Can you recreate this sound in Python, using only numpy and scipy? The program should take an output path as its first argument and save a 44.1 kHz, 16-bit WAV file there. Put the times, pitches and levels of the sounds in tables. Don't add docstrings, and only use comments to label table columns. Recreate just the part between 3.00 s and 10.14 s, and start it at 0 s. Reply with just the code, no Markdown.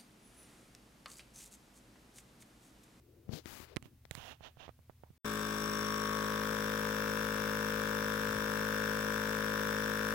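import sys
import numpy as np
from scipy import signal
from scipy.fft import rfft, irfft, next_fast_len
from scipy.io import wavfile
from scipy.ndimage import map_coordinates

SR = 44100
rng = np.random.default_rng(int(sys.argv[2]) if len(sys.argv) > 2 else 0)


def file_out(sig):
    cols = np.atleast_2d(sig).T
    lim = np.clip(cols, -1, 1)
    pcm = np.round(lim * 32767).astype(np.int16)
    wavfile.write(sys.argv[1], SR, pcm)


N = 314874
TIME = np.arange(N) / SR
PAUSE_S, PUMP_S = 2.18, 2.2455
TOP_HZ = 15850
PORT_PAN_DB = {"left": 24.5, "right": -22}

# time_s, speed_hz
SHAFT_SPEED = [(2.25, 52.93), (2.8, 52.87), (3.25, 52.78), (5.5, 52.84), (5.8, 52.99), (6.0, 52.85),
               (7.14, 52.9)]
# place_in_turn (0-1), level_db
VALVE_FLOW = [(0, -4), (.08, -0.5), (.2, -5.5), (.4, -10.5), (.62, -5), (.76, -1.5), (.92, -4.5), (1, 6)]


def amp(db):
    return 10 ** (np.asarray(db) / 20)


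def unit(x):
    return x / np.sqrt(np.mean(x ** 2) + 1e-20)


def along(points, hz):
    freqs, values = np.transpose(points)
    return np.interp(np.log(hz + 1), np.log(freqs + 1), values)


def wobble(rate):
    return map_coordinates(rng.standard_normal(int(N * rate / SR) + 4), [TIME * rate])


def filtered(x, response):
    size = next_fast_len(N + SR // 4)
    return irfft(rfft(x, size) * response(np.fft.rfftfreq(size, 1 / SR)), size)[..., :N]


def coloured(x, spectrum):
    return unit(filtered(x, lambda hz: amp(along(spectrum, hz))))


def resonance(hz, centre_hz, width_hz):
    return 1j * hz * width_hz / (centre_hz ** 2 - hz ** 2 + 1j * hz * width_hz)


def panned(pan_db):
    ratio = amp(np.atleast_1d(pan_db))
    return 2 * np.array([ratio, np.ones_like(ratio)]) / (1 + ratio)


def each_turn(cycle, turn):
    size = cycle.shape[1]
    place = (turn % 1) * size
    index = place.astype(int)
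    return cycle[:, index % size] * (index + 1 - place) + cycle[:, (index + 1) % size] * (place - index)


def room(apart_hz=1500):
    # freq_hz, gain_db
    air_colour = [(25, -5), (50, -0.5), (85, 4), (130, 4), (200, -13.5), (400, -17), (800, -23),
                  (2500, -25), (8000, -30.5), (15500, -27)]
    # pitch_hz, level_db
    partials = [(77, -67.5), (120, -72.5), (243, -81.5)]
    mid, side = coloured(rng.standard_normal((2, N)), air_colour)
    side = filtered(side, lambda hz: hz / (hz + apart_hz))
    hum = 0
    for hz, db in partials:
        level = np.sqrt(2) * amp(db + 1.5 * wobble(3.6))
        hum += level * np.sin(2 * np.pi * hz * TIME + .5 * wobble(5.45))
    return amp(-67.5) * np.array([mid + side, mid - side]) + hum * (TIME < PAUSE_S)


def shuffles():
    # centre_s, half_length_s, pitch_hz, level_db, pan_db
    grips = [(0.153, .13, 340, -65.5, 9), (0.334, 0.041, 188, -48, 23), (0.338, 0.048, 420, -54.5, 22),
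             (0.728, 0.026, 420, -58.5, 21), (0.86, 0.11, 234, -64.5, 9), (2.074, 0.018, 735, -72, -20),
             (5.364, 0.074, 97, -50, 4)]
    out, noise = 0, rng.standard_normal(N)
    for centre_s, half_s, pitch_hz, db, pan_db in grips:
        rumble = unit(filtered(noise, lambda hz: resonance(hz, pitch_hz, .5 * pitch_hz) ** 2))
        out += panned(pan_db) * amp(db) * np.exp(-((TIME - centre_s) / half_s) ** 2) * rumble
    return out


def taps(thump_hz=135, thump_t60=0.022, pop_cycles=2.6, click_t60=0.0045, case_t60=0.043,
         port_hz=1950, port_t60=0.0033, dull_hz=750, bright_hz=8000, leak_hz=70):
    # start_s, level_db, thump_trim_db, click_trim_db, finger_part, port
    contacts = [(.292, -38, 3, -30, "pad", "left"), (.333, -40.5, 4, -22, "pad", "left"),
                (.458, -33.5, -20, -17.5, "pad", "left"), (.602, -38.5, -26, -30, "pad", "left"),
                (.762, -37, -6, -11, "pad", "right"), (.768, -23, -19, -17, "pad", "right"),
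                (.826, -47, -7, -8.5, "pad", "right"), (.857, -45, -7, -19.5, "pad", "right"),
                (1.053, -44.5, -14, -15, "tip", "left"), (1.111, -28, -15, -12.5, "tip", "right"),
                (1.152, -33.5, -15, -11.5, "nail", "right"), (1.177, -44, -3, -20, "pad", "right"),
                (1.408, -39.5, -15, -34, "tip", "right"), (1.571, -42, -15, -28, "tip", "right"),
                (1.680, -34.5, -24, -32, "tip", "right"), (1.692, -31, -22, -34, "tip", "right"),
                (1.791, -49.5, -10, -36, "tip", "right"), (1.897, -35, -21, -41, "tip", "right"),
                (2.036, -35, -23, -46, "tip", "right"), (2.104, -57.5, 5.5, -30, "pad", "right")]
    pop_pitch_hz = {"pad": 300, "tip": 655, "nail": 1610}
    out, t = np.zeros((2, N)), np.arange(SR // 8) / SR
    for start_s, db, thump_db, click_db, part, port in contacts:
        pop_hz = pop_pitch_hz[part]
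        pop = amp(1 - 60 * t * pop_hz / pop_cycles) * np.sin(2 * np.pi * pop_hz * t)
        thump = amp(9 + thump_db - 60 * t / thump_t60) * np.sin(2 * np.pi * thump_hz * t)
        hardness = np.interp(click_db, [-38, -14], [0, 1])
        edge_hz = min(dull_hz * (bright_hz / dull_hz) ** hardness, TOP_HZ)
        pop = signal.lfilter(*signal.butter(1, min(2 * edge_hz, TOP_HZ), fs=SR), pop)
        grit = signal.lfilter(*signal.butter(2, edge_hz, fs=SR), rng.standard_normal(len(t)))
        click = amp(10 + click_db - 60 * t / click_t60) * unit(grit)
        ring = hardness * amp(14 + click_db - 60 * t / port_t60) * np.sin(2 * np.pi * port_hz * t)
        case = signal.lfilter(*signal.butter(2, [500, 1500], "band", fs=SR), rng.standard_normal(len(t)))
        shiver = amp(-24 - 60 * t / case_t60) * unit(case)
        tap = amp(db) * (pop + thump + click + ring + shiver)
        out[:, round(start_s * SR):][:, :len(t)] += panned(PORT_PAN_DB[port]) * tap
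    return signal.lfilter(*signal.butter(2, leak_hz, "high", fs=SR), out)


def strokes(grain_db=1.2, attack_s=0.03, release_s=0.039, fizz_arch_db=4):
    # start_s, length_s, level_db, pressure_change_db, fizz_re_rub_db, rub_kind
    slides = [(0.331, 0.055, -51.5, -2.5, -8, "swipe"), (0.472, .170, -56.5, -3.5, 0.5, "left"),
              (0.686, 0.051, -64, -3, -20, "left"), (0.846, 0.021, -68, -2, -2, "right"),
              (1.116, 0.063, -66, 4, 2, "right"), (1.183, 0.14, -54.5, 3, -10.5, "right"),
              (1.438, 0.037, -54, -0.5, -19.5, "right"), (1.603, 0.06, -56.5, -1.5, -30, "right")]
    # freq_hz, gain_db
    swipe_colour = [(100, -8), (300, 16.5), (600, 3), (1100, -4), (2200, -4), (3200, -1), (4600, 0.5),
                    (6300, -6.5), (9000, -20)]
    left_colour = [(100, 9.5), (300, 10), (600, 4), (1100, 5), (2200, 3), (3200, -1), (4800, -1),
                   (6500, -15), (9000, -22)]
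    right_colour = [(100, 3), (400, -1.5), (700, 5.5), (1150, -1), (1700, -0.5), (2200, -5), (2800, 3),
                    (3600, -1.5), (4600, -12), (6500, -14), (9000, -46)]
    fizz_colour = [(4000, -12), (6500, 0), (8500, -5), (11000, -1), (14000, -3), (16000, 1)]
    slips = amp(grain_db * wobble(700)) * rng.standard_normal((2, N))
    fizz = coloured(slips, fizz_colour)
    rubs = {"swipe": (coloured(slips, swipe_colour), "left"),
            "left": (coloured(slips, left_colour), "left"),
            "right": (coloured(slips, right_colour), "right")}
    out = 0
    for start, length, db, pressure_db, fizz_db, kind in slides:
        rub, port = rubs[kind]
        progress = np.clip((TIME - start) / length, 0, 1)
        fade_in_db = 20 * np.maximum(start - TIME, 0) / attack_s
        fade_out_db = 20 * np.maximum(TIME - start - length, 0) / release_s
        level = amp(db + pressure_db * (progress - .5) - fade_in_db - fade_out_db)
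        fizz_share = amp(fizz_db + fizz_arch_db * (np.sin(np.pi * progress) - 1))
        out += panned(PORT_PAN_DB[port]) * level * (rub + fizz_share * fizz)
    return out


def pump_body(turn, near, levels_db, far_scatter=0.6, near_scatter=0.34, motor_order=4):
    # order, relative_db
    far_harmonics = [(1, -11), (2, -9.5), (3, -7.5), (4, 2), (5, -7), (6, -7.5), (7, -13.5), (8, -2),
                     (9, -10.5), (10, -14), (11, -8), (12, -22), (13, -23), (14, -21), (15, -32), (16, -17),
                     (17, -28), (18, -12), (19, -9.5), (20, -13.5), (21, -2.5), (22, -7.5), (23, -6),
                     (24, -7.5), (25, -27), (26, -6), (27, -21), (28, -23), (29, -4), (30, -4.5), (31, -6),
                     (32, -11.5), (33, -38), (34, -7.5), (35, -17), (36, -26)]
    near_harmonics = [(1, -11), (2, -8.5), (3, -7.5), (4, 1), (5, -6), (6, -15.5), (7, -36), (8, -5.5),
                      (9, 0.5), (10, -4.5), (11, -7), (12, -16), (13, -28.5), (14, -26.5), (15, -25.5),
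                      (16, -33), (17, -14.5), (18, -17), (19, -9), (20, -34), (21, -10), (22, -27),
                      (23, -10.5), (24, -11.5), (25, -11.5), (26, -15), (27, -3.5), (28, -7.5), (29, -4),
                      (30, -5.5), (31, -6.5), (32, -4.5), (33, -9), (34, -9), (35, -16), (36, -16)]
    # place_in_turn (0-1), pitch_hz, width_hz, weight_db
    blows = [(0.05, 1670, 430, 9), (.69, 554, 38, 3.5), (.72, 235, 280, 6), (.05, 1060, 66, -2.5)]
    order = np.transpose(far_harmonics)[0]
    hz = order * np.mean(np.transpose(SHAFT_SPEED)[1])
    response = sum(amp(db) * resonance(hz, pitch, width) * np.exp(-2j * np.pi * order * place)
                   for place, pitch, width, db in blows)
    stray = rng.standard_normal(len(hz))
    motor_lag = np.pi / 2 * (order == motor_order)
    apart = 0.49 * np.minimum(np.sqrt(hz / 1500), 1) * rng.choice([-1, 1], size=len(hz))
    cycle = 2 * np.pi * order[:, None] * np.linspace(0, 1, 2048, endpoint=False)
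    band_of = np.digitize(hz, [800, 1350])
    gains = [amp(db + 0.08 * wobble(25)) for db in levels_db]
    chamber = np.abs(resonance(hz, centre_hz=1135, width_hz=110)) ** 2
    swell = amp(beam(centre_s=3.1, half_s=.45, db=8)) - 1
    out = 0
    views = (far_harmonics, 1 - near, far_scatter), (near_harmonics, near, near_scatter)
    for harmonics, share, scatter in views:
        phase = np.angle(response) + scatter * stray - motor_lag
        port_phases = np.array([phase + apart, phase - apart])
        waves = np.cos(cycle + port_phases[..., None]) / np.cos(apart)[:, None]
        for band, gain in enumerate(gains):
            sizes = (band_of == band) * amp(np.transpose(harmonics)[1])
            sizes /= np.sqrt(np.sum(sizes ** 2) / 2)
            sound = each_turn(sizes @ waves, turn)
            if band == 1:
                sound += swell * each_turn((chamber * sizes) @ waves, turn)
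            out += share * gain * sound
    return out


def valves(turn, near, level_db, air_db=3, rattle_db=-1):
    # freq_hz, gain_db
    hiss_colour = [(25, -20), (130, 7), (330, 5.5), (500, 13), (750, -2), (1000, 11), (1650, 11.5),
                   (2000, -1.5), (3600, 3), (4300, -2.5), (6300, -4.5), (9000, -6.5), (11500, -7.5),
                   (14500, -26.5)]
    rattle_colour = [(1700, -54), (1950, 3), (2300, 6), (2700, -0.5), (3100, -1), (3550, 3), (4200, -10.5),
                     (5200, 1), (6200, -5.5), (7000, -7), (9000, -37), (13000, -9), (16000, -8.5)]
    # pitch_hz, width_hz, far_db, near_db
    housing_modes = [(2130, 340, -73, -56.5), (2650, 170, -81, -63), (3550, 260, -61, -66),
                     (7880, 160, -57, -65.5), (11280, 800, -59, -60), (15430, 320, -62, -56.5)]
    flow = amp(np.interp(turn % 1, *np.transpose(VALVE_FLOW)))
    air = unit(flow * rng.standard_normal((2, N)))
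    drift = 3.23 * near + 0.12 * wobble(1.53)
    patterns = signal.resample(rng.standard_normal((2, 2, 834)), 4096, axis=-1)
    first, second = (each_turn(pattern, turn) for pattern in patterns)
    rattle = unit(flow ** 0.63 * (np.cos(drift) * first + np.sin(drift) * second))
    out = amp(level_db + air_db) * coloured(air, hiss_colour)
    out += amp(level_db + rattle_db) * coloured(rattle, rattle_colour)
    shake = np.sqrt(flow) * (air + 0.99 * rattle)
    for pitch_hz, width_hz, far_db, near_db in housing_modes:
        ring = unit(filtered(shake, lambda hz: resonance(hz, pitch_hz, width_hz)))
        out += amp(far_db + near * (near_db - far_db)) * ring
    return out


def reed(turn, level_db, pitch_hz=5610, width_hz=185, head_width_hz=700, place_in_turn=0.0586,
         jitter_s=.000016, flutter_db=-6):
    snap_turns = np.arange(np.ceil(turn[0]), np.floor(turn[-1])) + place_in_turn
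    late, size_db = rng.standard_normal((len(snap_turns), 2)).T
    snap_s = np.interp(snap_turns, turn, TIME) + jitter_s * late
    snap_samples = np.clip(np.round(snap_s * SR).astype(int), 0, N - 1)
    snaps = np.bincount(snap_samples, amp(size_db), N)
    snaps = np.array([snaps, np.roll(snaps, round(SR / pitch_hz / 4))])
    flow = amp(np.interp(turn % 1, *np.transpose(VALVE_FLOW)))
    drive = unit(snaps) + amp(flutter_db) * unit(flow * rng.standard_normal((2, N)))
    ring = filtered(drive, lambda hz: resonance(hz, pitch_hz, width_hz)
                    * resonance(hz, pitch_hz, head_width_hz))
    return amp(level_db) * unit(ring)


def beam(centre_s, half_s, db):
    return db * np.exp(-((TIME - centre_s) / half_s) ** 2)


def pump(first_knock_s=2.2618, knock_db_per_hz=9, knock_db_per_s=.4):
    # time_s, nearness (0-1)
    approach = [(2.45, 0), (3.0, 0.32), (3.3, 0.63), (3.85, 0.84)]
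    # freq_hz, pan_db
    pan_curve = [(60, 5), (110, 4.5), (200, 3.5), (380, 5), (700, 10.5), (1290, 5), (2380, 6), (4400, 3.5),
                 (8120, 9.5), (15000, 14.5)]
    speed = np.interp(TIME, *np.transpose(SHAFT_SPEED))
    near = np.interp(TIME, *np.transpose(approach))
    drone_db, buzz_db, valve_db = -40 + 2 * near, -46 + near, -48.5 + 0.5 * near
    knock_db = -46.3 + 4.7 * near + knock_db_per_hz * (speed - speed.mean())
    knock_db += knock_db_per_s * (TIME - PUMP_S)
    reed_db = -55.5 + 3 * near + beam(centre_s=2.77, half_s=0.31, db=8.5) + 0.5 * wobble(2.98)
    turn = np.cumsum(speed) / SR
    turn = turn - np.interp(first_knock_s, TIME, turn) + 0.00033 * wobble(40)
    body = pump_body(turn, near, (drone_db, buzz_db, knock_db))
    sound = body + valves(turn, near, valve_db) + reed(turn, reed_db)
    return filtered(sound, lambda hz: panned(along(pan_curve, hz))) * (TIME > PUMP_S)


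def scene():
    return room() + strokes() + taps() + shuffles() + pump()


def record(dry, fade_s=.001):
    live = np.clip(np.maximum(PAUSE_S - TIME, TIME - PUMP_S) / fade_s, 0, 1)
    return filtered(dry * live, lambda hz: hz < TOP_HZ)


dry = scene()
out = record(dry)
file_out(out)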